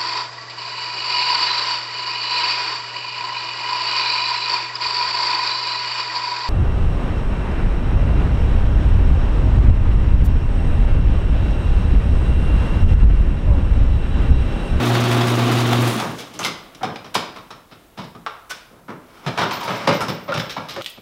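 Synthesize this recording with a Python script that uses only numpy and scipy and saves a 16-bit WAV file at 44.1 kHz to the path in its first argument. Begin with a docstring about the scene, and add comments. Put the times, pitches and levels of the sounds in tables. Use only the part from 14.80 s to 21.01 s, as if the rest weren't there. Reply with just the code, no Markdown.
"""An electric opener hums and drags a sectional door up its tracks, then stops and the door settles.
The hum is a few unsteady sine waves; the door is gritty noise through resonances, with jolts on top.
Boards and tools knock, scrape and squeak on a truck bed: noise bursts that make sheet metal ring.
Sharp snaps sound close by and a small chain jingles as a group of high sine tones.
Knocks, scrapes, squeaks and snaps echo briefly in the open garage, over a faint bed of outdoor air."""
import sys
import numpy as np
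from scipy import signal
from scipy.fft import rfft, irfft, next_fast_len
from scipy.io import wavfile
from scipy.ndimage import uniform_filter1d

SR = 44100
rng = np.random.default_rng(int(sys.argv[2]) if len(sys.argv) > 2 else 0)


def store_pcm(level_fs):
    """Save levels as 16-bit WAV."""
    pcm = np.round(np.clip(level_fs, -1, 1) * 32767).astype(np.int16)
    wavfile.write(sys.argv[1], SR, np.atleast_2d(pcm).T)


N = 273861  # length of the scene [samples]

# Motor hum: fundamental, second and third harmonic: (level [dB])
HUM_LEVELS = [-17.5, -24.5, -28]
# Low shudders of the drive as it runs down: (time [s], level [dB], pitch [Hz], length [s])
SHUDDERS = [(1.15, -18.5, 219, 0.046)]
# Tone colour of the rolling door: (frequency [Hz], relative level [dB per Hz])
RUMBLE_COLOUR = [(20, -34), (100, -15.5), (300, -2.5), (460, -10), (1250, -12.5), (1700, -17.5),
                 (3640, -18.5), (4500, -25), (8000, -44.5), (15800, -51)]
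# Resonances of the door and tracks: (frequency [Hz], width [Hz], level [dB])
PANELS = [(692, 35, -4), (1160, 75, -8.5), (3750, 19, -10)]
# Jolts of hinges and rollers: (time [s], clank level [dB], treble tick level [dB])
JOLTS = [(.052, -37, -40), (.14, -24, -56), (.239, -25, -63), (0.311, -24.5, -41), (.409, -23.5, -66),
         (.47, -25, -41), (.715, -25, -38.5), (0.768, -22.5, -43), (.924, -22.5, -41), (1.007, -50, -35),
         (1.07, -25, -31.5), (1.173, -26, -52)]
# Tone colour of the outdoor air: (frequency [Hz], relative level [dB per Hz])
AIR_COLOUR = [(15, -48), (25, 0.5), (179, -7.5), (654, -11), (4210, -25.5), (15800, -25.5)]
# The stopped door settles: (time [s], level [dB], bass above it [dB], brightness [dB],
# ring pitch [Hz], ring above the level [dB], contact length [s])
SETTLING = [(1.199, -27, -8, -1, 690, 9, 0.012), (1.21, -27, -1, -15, 924, -1, 0.07),
            (1.384, -51.5, -14, 14.5, 470, 12, 0.048), (1.538, -50.5, 13, 7, 820, 2, 0.034),
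            (1.592, -29, -6.5, -7, 1170, -18, 0.078), (1.647, -28.5, -2.5, 2, 2086, 4, 0.032),
            (1.947, -52, 11.5, 9, 487, -4, 0.012)]
# Knocks on the truck bed: (time [s], level [dB], bass above it [dB], brightness [dB],
# ring pitch [Hz], ring above the level [dB], contact length [s])
KNOCKS = [(2.009, -34, -1, -23, 702, -4, 0.14), (2.03, -25, -1, -5, 752, 12, 0.024),
          (2.157, -40.5, -21, 4, 810, 6, 0.012), (2.243, -40.5, 0, -5, 1000, -21, 0.032),
          (2.351, -17, -1, -4, 1037, 2, 0.016), (2.559, -36, -6, -7.5, 1170, -1, 0.034),
          (2.704, -38.5, -5.5, -3.5, 1350, -13, 0.031), (3.238, -45, 1.5, -2, 1200, -8, 0.024),
          (3.348, -44, 6.5, -11.5, 677, 2, 0.022), (3.9, -54, 6, -17, 290, -8, 0.17),
          (4.081, -33.5, -1.5, -17.5, 252, -6, 0.052), (4.462, -26, -1.5, -6.5, 135, 11, 0.036),
          (4.574, -18, -8.5, -8.5, 707, -9, 0.074), (4.708, -31, -7, 0.5, 997, 6, 0.057),
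          (4.806, -41.5, -9, 4.5, 967, 14.5, 0.17), (4.876, -23.5, -7, -11.5, 125, -2, 0.065),
          (5.072, -14.5, -2.5, -9, 561, 3, 0.037), (5.124, -31.5, -22, -2, 581, 12, 0.053),
          (5.281, -27.5, 3.5, -2, 221, 4, 0.033), (5.52, -32, -27, -3, 1350, 18, 0.019),
          (5.539, -31, 6.5, 0, 164, -16, 0.039), (5.573, -27, -8, -1.5, 167, 12.5, 0.017),
          (5.594, -29.5, -10, -1, 162, 9, 0.025), (5.694, -48.5, -14, 17.5, 1320, -3, 0.038),
          (5.961, -29.5, -4, -6, 547, -8, 0.018), (6.172, -45, 5.5, -14, 450, -9, 0.019)]
# Scrapes and blows with their own onset: (time [s], level [dB], bass above it [dB], brightness [dB],
# ring pitch [Hz], ring above the level [dB], contact length [s], rise [s], top band against upper band [dB])
SCRAPES = [(2.34, -30.5, -36, 3, 944, -5, 0.028, 0.0066, -1.5),
           (2.912, -46, 0, -3, 1240, -15, 0.038, 0.0014, -42),
           (3.169, -34, 1, -6, 203.4, 9.5, 0.053, 0.011, -15),
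           (3.463, -23.5, -27, -11.5, 1133, 1, .015, 0.001, -19),
           (3.693, -28.5, -13, 2.5, 1463, 18, 0.025, 0.02, -0.5),
           (5.205, -23, -4, -10, 1355, 3, 0.039, 0.0017, -3.5),
           (5.478, -30, -3.5, -11, 577.3, 2, 0.077, 0.0028, -42),
           (5.763, -24.5, -4, -12, 1357, -6, 0.028, 0.0055, -35),
           (5.884, -48, 3.5, 14, 1250, 9, 0.057, 0.003, -14.5),
           (6.007, -28.5, -29, -3, 1354, 21, 0.01, 0.0066, -22)]
# Tone colour of knocks and dragging: (frequency [Hz], relative level [dB per Hz])
KNOCK_COLOUR = [(50, -27), (95, -1.5), (400, -3.5), (1300, -3.5), (1750, -9.5), (3700, -15), (4500, -19),
                (5800, -21), (6800, -27.5), (15800, -45.5)]
# Middles of the bass, middle, upper and top band of a knock: (frequency [Hz])
KNOCK_BANDS = [200, 1050, 4000, 10500]
# Resonances of the struck sheet metal: (frequency [Hz], width [Hz], level [dB])
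SHEET_METAL = [(146.6, 3.4, -28), (553, 6.1, 5.5), (1200, 49, -10), (2263, 48, -1.5), (2990, 51, -8.5),
               (3760, 280, -10), (5220, 270, 1)]
# Dragging between the knocks: (time [s], level [dB])
DRAG = [(4.2, -58), (4.42, -44.5), (4.65, -35.5), (5, -29), (5.47, -47), (5.9, -46), (6.02, -37)]
# Echoes in the garage: (frequency [Hz], time to fall by 60 dB [s])
ECHO_TIMES = [(100, 0.61), (700, 0.56), (4850, 0.46), (12000, 0.28)]
# Sharp snaps close by: (time [s], level [dB], pitch [Hz])
SNAPS = [(1.591, -9, 6200), (1.6318, -8, 2900), (1.641, -7, 3800), (1.649, -6, 3300), (6.02, -14, 3330),
         (6.045, -17, 3240), (6.0615, -5.5, 3060)]
# Links of the chain: (pitch [Hz], level [dB])
LINKS = [(12925, -2), (13975, -2.5), (14255, -21), (14556, -10.5), (14643, -15)]
# Shakes of the chain: (time [s], level [dB], pitch of the favoured link [Hz], level of the links' clash [dB])
JINGLES = [(4.61, -43, 13800, -58), (4.725, -29, 14540, -49), (4.835, -57, 14720, -40),
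           (4.899, -36, 14300, -66), (4.958, -38, 14660, -49), (5.132, -32, 14500, -58),
           (5.284, -30, 14800, -43), (5.429, -41, 14500, -70), (5.58, -35, 14600, -58),
           (5.695, -38, 14660, -50), (5.884, -47, 12925, -56), (6.015, -51, 13975, -53),
           (6.04, -37, 14280, -54), (6.093, -50, 13975, -42)]
# Squeaks of something rubbing: (time [s], length [s], level [dB], first pitch [Hz], last pitch [Hz])
SQUEAKS = [(4.626, 0.021, -16.5, 1424, 1314), (5.478, 0.055, -23, 676, 518),
           (5.958, 0.055, -29.5, 373, 343), (5.963, 0.046, -25, 560, 551)]

HUM_HZ = 119.9  # twice the mains frequency
START_DIP_DB, START_S = -3, 0.11  # the hum starts lower and comes up
STRAIN_S, STRAIN_LENGTH_S, STRAIN_DB = 1, 0.026, 2  # the hum swells once near the top of the travel
STOP_S, CUT_S, CUT_DB, COAST_DB_PER_S = 1.093, 0.02, -7, -84  # power off: quick drop, then a run-down
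ROLL_DB, ROLLERS_DB = -21, -36  # rumble of the door and treble of its rollers
ROLL_FADE_DB_PER_S, ROLLERS_FADE_DB_PER_S = -72, -40  # their fades after the stop
REST_DB, REST_FADE_DB_PER_S = -20, -8  # a weaker part of the rumble lingers: level below it, slow fade
AIR_DB = -52.5
SETTLE_RISE_S, KNOCK_RISE_S = 0.00099, 0.0018
SETTLE_TOP_DB, KNOCK_TOP_DB = -5, -14.5  # top band against the upper band, before the next adjustment
TOP_PER_DB, USUAL_DB = -0.06, -38  # contacts with more treble than usual get slightly less top band
CRACK, CRACK_S = 0.93, 0.00091  # the first touch is harder: extra height and its decay time
RATTLE_DB, RATTLE_S = -21, 0.099  # loose parts rattle on: level below the contact, time to fall to 1/e
SPOT_DB, SPOT_DETUNE = 2.5, 0.03  # each blow lands elsewhere: spread of resonance level and relative pitch
# the sound of the clatter is cut off abruptly, even in mid-ring, and its echoes are turned down at once;
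# its direct sound is switched on again shortly after
CUT_OFF_S, MUTED_S = 6.017, 0.05
TOP_EDGE_HZ = 15850  # nearly nothing is left above this


def gain_of(db):
    """Turns decibels into a multiplier."""
    return 10 ** (np.asarray(db) / 20)


def evened(x):
    """Scales a sound to an average (rms) level of 1."""
    return x / np.sqrt(np.mean(x ** 2) + 1e-20)


def read(points, hz):
    """Reads a table between its points at the frequencies hz."""
    f, value = np.transpose(points)
    return np.interp(np.log(hz + 1), np.log(f + 1), value)


def add(mix, s, sound):
    """Adds a sound to the mix at s seconds, cut off at the end."""
    part = mix[round(s * SR):][:len(sound)]
    part += sound[:len(part)]


def shaped(x, gain):
    """Filters x by gain(hz), then evens its level."""
    n = next_fast_len(len(x))
    spectrum = rfft(x, n) * gain(np.fft.rfftfreq(n, 1 / SR))
    return evened(irfft(spectrum, n)[:len(x)])


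def resonate(x, hz, width_hz):
    """One resonance of gain 1: shift its pitch to zero, smooth, shift back."""
    turn = np.exp(2j * np.pi * hz * np.arange(len(x)) / SR)
    r = np.exp(-np.pi * width_hz / SR)
    return 2 * (turn * signal.lfilter([1 - r], [1, -r], x / turn)).real


def slow_noise(n, width):
    """Wandering curve: noise averaged over width samples, rms 1."""
    return evened(uniform_filter1d(rng.standard_normal(n), width))


def grit(n, spread_db, grain_s, taps_per_s=0, taps=0):
    """Noise of many small contacts: its level wanders grain by grain; loose parts add separate taps."""
    lumps = slow_noise(n, max(round(grain_s * SR), 1))
    loose = rng.laplace(0, 1, n) * (rng.random(n) < taps_per_s / SR)
    rub = evened(rng.standard_normal(n) * gain_of(spread_db * lumps))
    return evened(rub + taps * evened(loose))


def blow(contact_s, rise_s, squareness=2.0):
    """Envelope of a contact: it builds up, then fades; higher squareness holds longer and ends faster."""
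    t = np.arange(SR // 4) / SR
    rise = np.minimum(t / max(rise_s, .0005), 1) ** 2
    return rise * np.exp(-(t / np.clip(contact_s, .002, .15)) ** squareness)


def after_stop(db_per_s):
    """Level change in dB: none until the motor stops, then a steady fall."""
    return db_per_s * np.maximum(np.arange(N) / SR - STOP_S, 0)


def motor():
    """The windings buzz at twice the mains frequency; the load shakes the upper harmonics more."""
    t = np.arange(N) / SR
    power_db = START_DIP_DB * np.maximum(1 - t / START_S, 0)
    power_db += CUT_DB * np.clip((t - STOP_S) / CUT_S, 0, 1)
    power_db += STRAIN_DB * np.exp(-((t - STRAIN_S) / STRAIN_LENGTH_S) ** 2)
    out = np.zeros(N)
    for k, db in enumerate(HUM_LEVELS, 1):
        waver = 0.14 * slow_noise(N, 900)  # phase [radians]
        shake_db = 0.79 * k * slow_noise(N, 2500)
        level = gain_of(db + power_db + shake_db + after_stop(COAST_DB_PER_S))
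        phase = k * (2 * np.pi * HUM_HZ * t + waver) + np.pi * (k - 1)
        out += np.sqrt(2) * level * np.cos(phase)
    for s, db, hz, length_s in SHUDDERS:
        tone = np.sin(2 * np.pi * hz * t[:SR // 4])
        add(out, s, gain_of(db) * tone * blow(length_s, 0.0085))
    return out


def jolt(db, tick_db):
    """Hinges and rollers strike: a low clank with two rings, and a treble tick."""
    x = grit(SR // 4, 2.9, 0.0068, 600, 0.24)
    clank = shaped(x, lambda hz: 1 / (1 + (600 / (hz + 1)) ** 4) / (1 + (hz / 1600) ** 2))
    clank = clank + 2.8 * sum(resonate(clank, hz * rng.uniform(0.89, 1.04), 120) for hz in (3750, 4950))
    tick = shaped(x, lambda hz: 1 / (1 + (5200 / (hz + 1)) ** 6) / (1 + (hz / 11000) ** 2))
    # small brackets ping
    tick = tick + sum(4.5 * rng.random() * resonate(tick, hz, 48) for hz in (8950, 10440))
    return gain_of(db) * clank * blow(0.044, 0.00082) + gain_of(tick_db) * tick * blow(0.072, 0.0014, 0.8)


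def door():
    """Rollers grind in the tracks and shake the panels; jolts ride on top."""
    rumble = gain_of(ROLL_DB + after_stop(ROLL_FADE_DB_PER_S))
    rumble = rumble + gain_of(ROLL_DB + REST_DB + after_stop(REST_FADE_DB_PER_S))
    treble = gain_of(ROLLERS_DB + after_stop(ROLLERS_FADE_DB_PER_S))
    grind = grit(N, 1.2, 0.014, 700, 0.24)
    # the rumble and the treble share one tone colour, split near 5500 Hz
    body = shaped(grind, lambda hz: gain_of(read(RUMBLE_COLOUR, hz)) / (1 + (hz / 5500) ** 8))
    panels = sum(gain_of(db) * resonate(grind, hz, width_hz) for hz, width_hz, db in PANELS)
    body = evened(body + 5.1 * panels)
    fizz = shaped(grit(N, 2.1, 0.015),
                  lambda hz: gain_of(read(RUMBLE_COLOUR, hz)) / (1 + (5500 / (hz + 1)) ** 8))
    out = rumble * body + treble * fizz
    for s, db, tick_db in JOLTS:
        add(out, s, jolt(db, tick_db))
    return out


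def yard_air():
    """Faint outdoor air: coloured noise whose level wanders slowly."""
    return gain_of(AIR_DB) * shaped(grit(N, 0.78, 0.21), lambda hz: gain_of(read(AIR_COLOUR, hz)))


def knock_band(x, k):
    """Band k of a knock, cross-faded with its neighbours."""
    share = list(zip(KNOCK_BANDS, np.eye(4)[k]))
    return shaped(x, lambda hz: gain_of(read(KNOCK_COLOUR, hz)) * read(share, hz) ** 1.35)


def sheet_metal(x, heavy):
    """Sheet metal rings along with a contact x; only its heavy part moves the resonances below 600 Hz."""
    out = x.copy()
    for hz, width_hz, db in SHEET_METAL:
        louder, higher = rng.standard_normal(2)
        peak = signal.iirpeak(hz * (1 + SPOT_DETUNE * higher), hz / width_hz, SR)
        push = heavy if hz < 600 else x
        out += gain_of(db + SPOT_DB * louder) * signal.lfilter(*peak, push)
    return out


def knocks():
    """Each contact is a gritty burst that sounds the sheet metal, plus the short ring of what struck it."""
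    out, rings = np.zeros(N), np.zeros(N)
    contacts = [(*row, SETTLE_RISE_S, SETTLE_TOP_DB) for row in SETTLING]
    contacts += [(*row, KNOCK_RISE_S, KNOCK_TOP_DB) for row in KNOCKS]
    contacts += [tuple(row) for row in SCRAPES]
    t = np.arange(SR // 4) / SR
    crack = 1 + CRACK * np.exp(-t / CRACK_S)
    rattle = gain_of(RATTLE_DB) * blow(RATTLE_S, KNOCK_RISE_S, 1.0)
    for s, db, bass_db, bright_db, hz, ring_db, contact_s, rise_s, top_db in contacts:
        x = grit(len(t), 2.0, .004, 350, 0.35)
        top_db += TOP_PER_DB * (db + bright_db - USUAL_DB)
        top = gain_of(top_db) * knock_band(x, 3) * blow(1.14 * contact_s, 0)  # the top band dies first
        burst = knock_band(x, 1) + gain_of(bright_db) * (knock_band(x, 2) + top)
        burst = burst * (crack * blow(contact_s, rise_s) + rattle)
        # bass builds up more slowly
        thump = gain_of(bass_db) * knock_band(x, 0) * blow(1.57 * contact_s, rise_s + 0.0093)
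        add(out, s, gain_of(db) * sheet_metal(burst + thump, thump))
        waver = np.cumsum(uniform_filter1d(rng.standard_normal(len(t)), 60)) * 0.07  # the pitch is loose
        ring = np.sin(2 * np.pi * hz * t + waver)
        add(rings, s, gain_of(db + ring_db) * ring * blow(contact_s, 2 * rise_s))
    return out, rings


def garage(x):
    """Sparse echoes of random sign, each band dying at its own speed; three echo patterns take turns."""
    out, at = np.zeros(N), np.arange(300, SR - 20, 20)
    for k in range(3):
        taps = np.zeros(SR)
        taps[at + rng.integers(0, 20, len(at))] = rng.choice([-1., 1.], len(at))
        hz, t, z = signal.stft(taps, SR, nperseg=256)
        fade = gain_of(-60 * t / read(ECHO_TIMES, hz)[:, None])
        tail = signal.istft(z * fade, SR, nperseg=256)[1]
        share = np.sqrt(2 / 3) * np.cos(np.pi * (np.arange(N) / SR * 70 + k / 3))
        out += signal.fftconvolve(x * share, tail / np.linalg.norm(tail))[:N]
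    return out


def snaps():
    """Single sharp cracks: a very short ring, a click and a brief rattle after it."""
    out, t = np.zeros(N), np.arange(1200) / SR
    for s, db, hz in SNAPS:
        click = shaped(rng.standard_normal(len(t)), lambda f: (f > 1500) / (1 + (f / 12000) ** 4))
        crack = np.sin(2 * np.pi * hz * t) + 0.11 * click
        crack = crack * np.exp(-t / 0.00045) * (1 - np.exp(-t * SR / 4))
        rattle = 0.11 * evened(resonate(click, hz, 1100)) * np.exp(-t / 0.0091)
        add(out, s, gain_of(db) * (crack + rattle))
    return out


def dragging():
    """Things slide over the sheet metal: gritty noise that follows a level curve and makes it ring."""
    s, db = np.transpose(DRAG)
    level = gain_of(np.interp(np.arange(N) / SR, s, db, -120, -120))  # practically silent outside the table
    drag = level * shaped(grit(N, 1.5, 0.016), lambda hz: gain_of(read(KNOCK_COLOUR, hz)))
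    return sheet_metal(drag, drag)


def chain():
    """Small links ring long and high, flickering as they touch; each shake favours some of them."""
    out, t = np.zeros(N), np.arange(SR // 2) / SR
    for s, db, favoured_hz, clash_db in JINGLES:
        clash = shaped(grit(SR // 4, 3, .003), lambda f: 1 / (1 + (6000 / (f + 1)) ** 4))
        add(out, s, gain_of(clash_db) * clash * blow(0.029, 0.0028))
        for hz, link_db in LINKS:
            off_db = -min(abs(hz - favoured_hz) / 30, 22)  # links away from the favoured pitch are weaker
            flicker_db = 5.8 * slow_noise(len(t), 400)
            fade_db = -60 * t / 0.39
            ring = np.sin(2 * np.pi * (hz * rng.normal(1, 0.00183) * t + rng.random()))
            ring = ring * (1 - np.exp(-t / 0.0028))
            add(out, s, gain_of(db + link_db + off_db + flicker_db + fade_db) * ring)
    return out


def squeaks():
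    """Rubbing gives a slightly unsteady tone that slides down, with a weak second harmonic."""
    out = np.zeros(N)
    for s, length_s, db, first_hz, last_hz in SQUEAKS:
        u = np.linspace(0, 1, round(length_s * SR))
        unsteady = 0.026 * slow_noise(SR // 8, 150)[:len(u)]
        pitch_hz = (last_hz + (first_hz - last_hz) * (1 - u) ** 2) * (1 + unsteady)
        phase = 2 * np.pi * np.cumsum(pitch_hz) / SR
        tone = np.sin(phase) + 0.11 * np.sin(2 * phase)
        add(out, s, gain_of(db) * np.sin(np.pi * u) ** 0.71 * tone)
    return out


def scene():
    """Mixes the opener, door, clatter, snaps, chain and air, with echoes of the clatter and snaps."""
    contacts, rings = knocks()
    contacts = contacts + dragging()
    rings = rings + squeaks()
    near = snaps()
    t = np.arange(N) / SR
    until_cut = np.clip((CUT_OFF_S - t) / 0.0037, 0, 1)
    on_again = t > CUT_OFF_S + MUTED_S
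    # only clatter from before the cut feeds the echoes, which are held at 0.3 of their level from then on
    echoes = gain_of(-5.5) * garage((contacts + 0.52 * rings) * until_cut) * np.maximum(until_cut, .3)
    clatter = (contacts + rings) * (until_cut + on_again) + echoes
    # deep bass does not carry across the yard
    clatter = signal.lfilter(*signal.butter(3, 105, "high", fs=SR), clatter)
    near = near + gain_of(-6.5) * garage(near)
    return (motor() + door() + yard_air() + clatter + near + chain())[None]


def record(dry):
    """Rounds the loudest peaks softly, then cuts the highest treble."""
    rounded = 1.255 * np.tanh(dry / 1.451)
    low_pass = signal.firwin(511, TOP_EDGE_HZ, window=("kaiser", 9), fs=SR)
    return signal.oaconvolve(rounded, low_pass[None], "same")


dry = scene()
out = record(dry)
store_pcm(out)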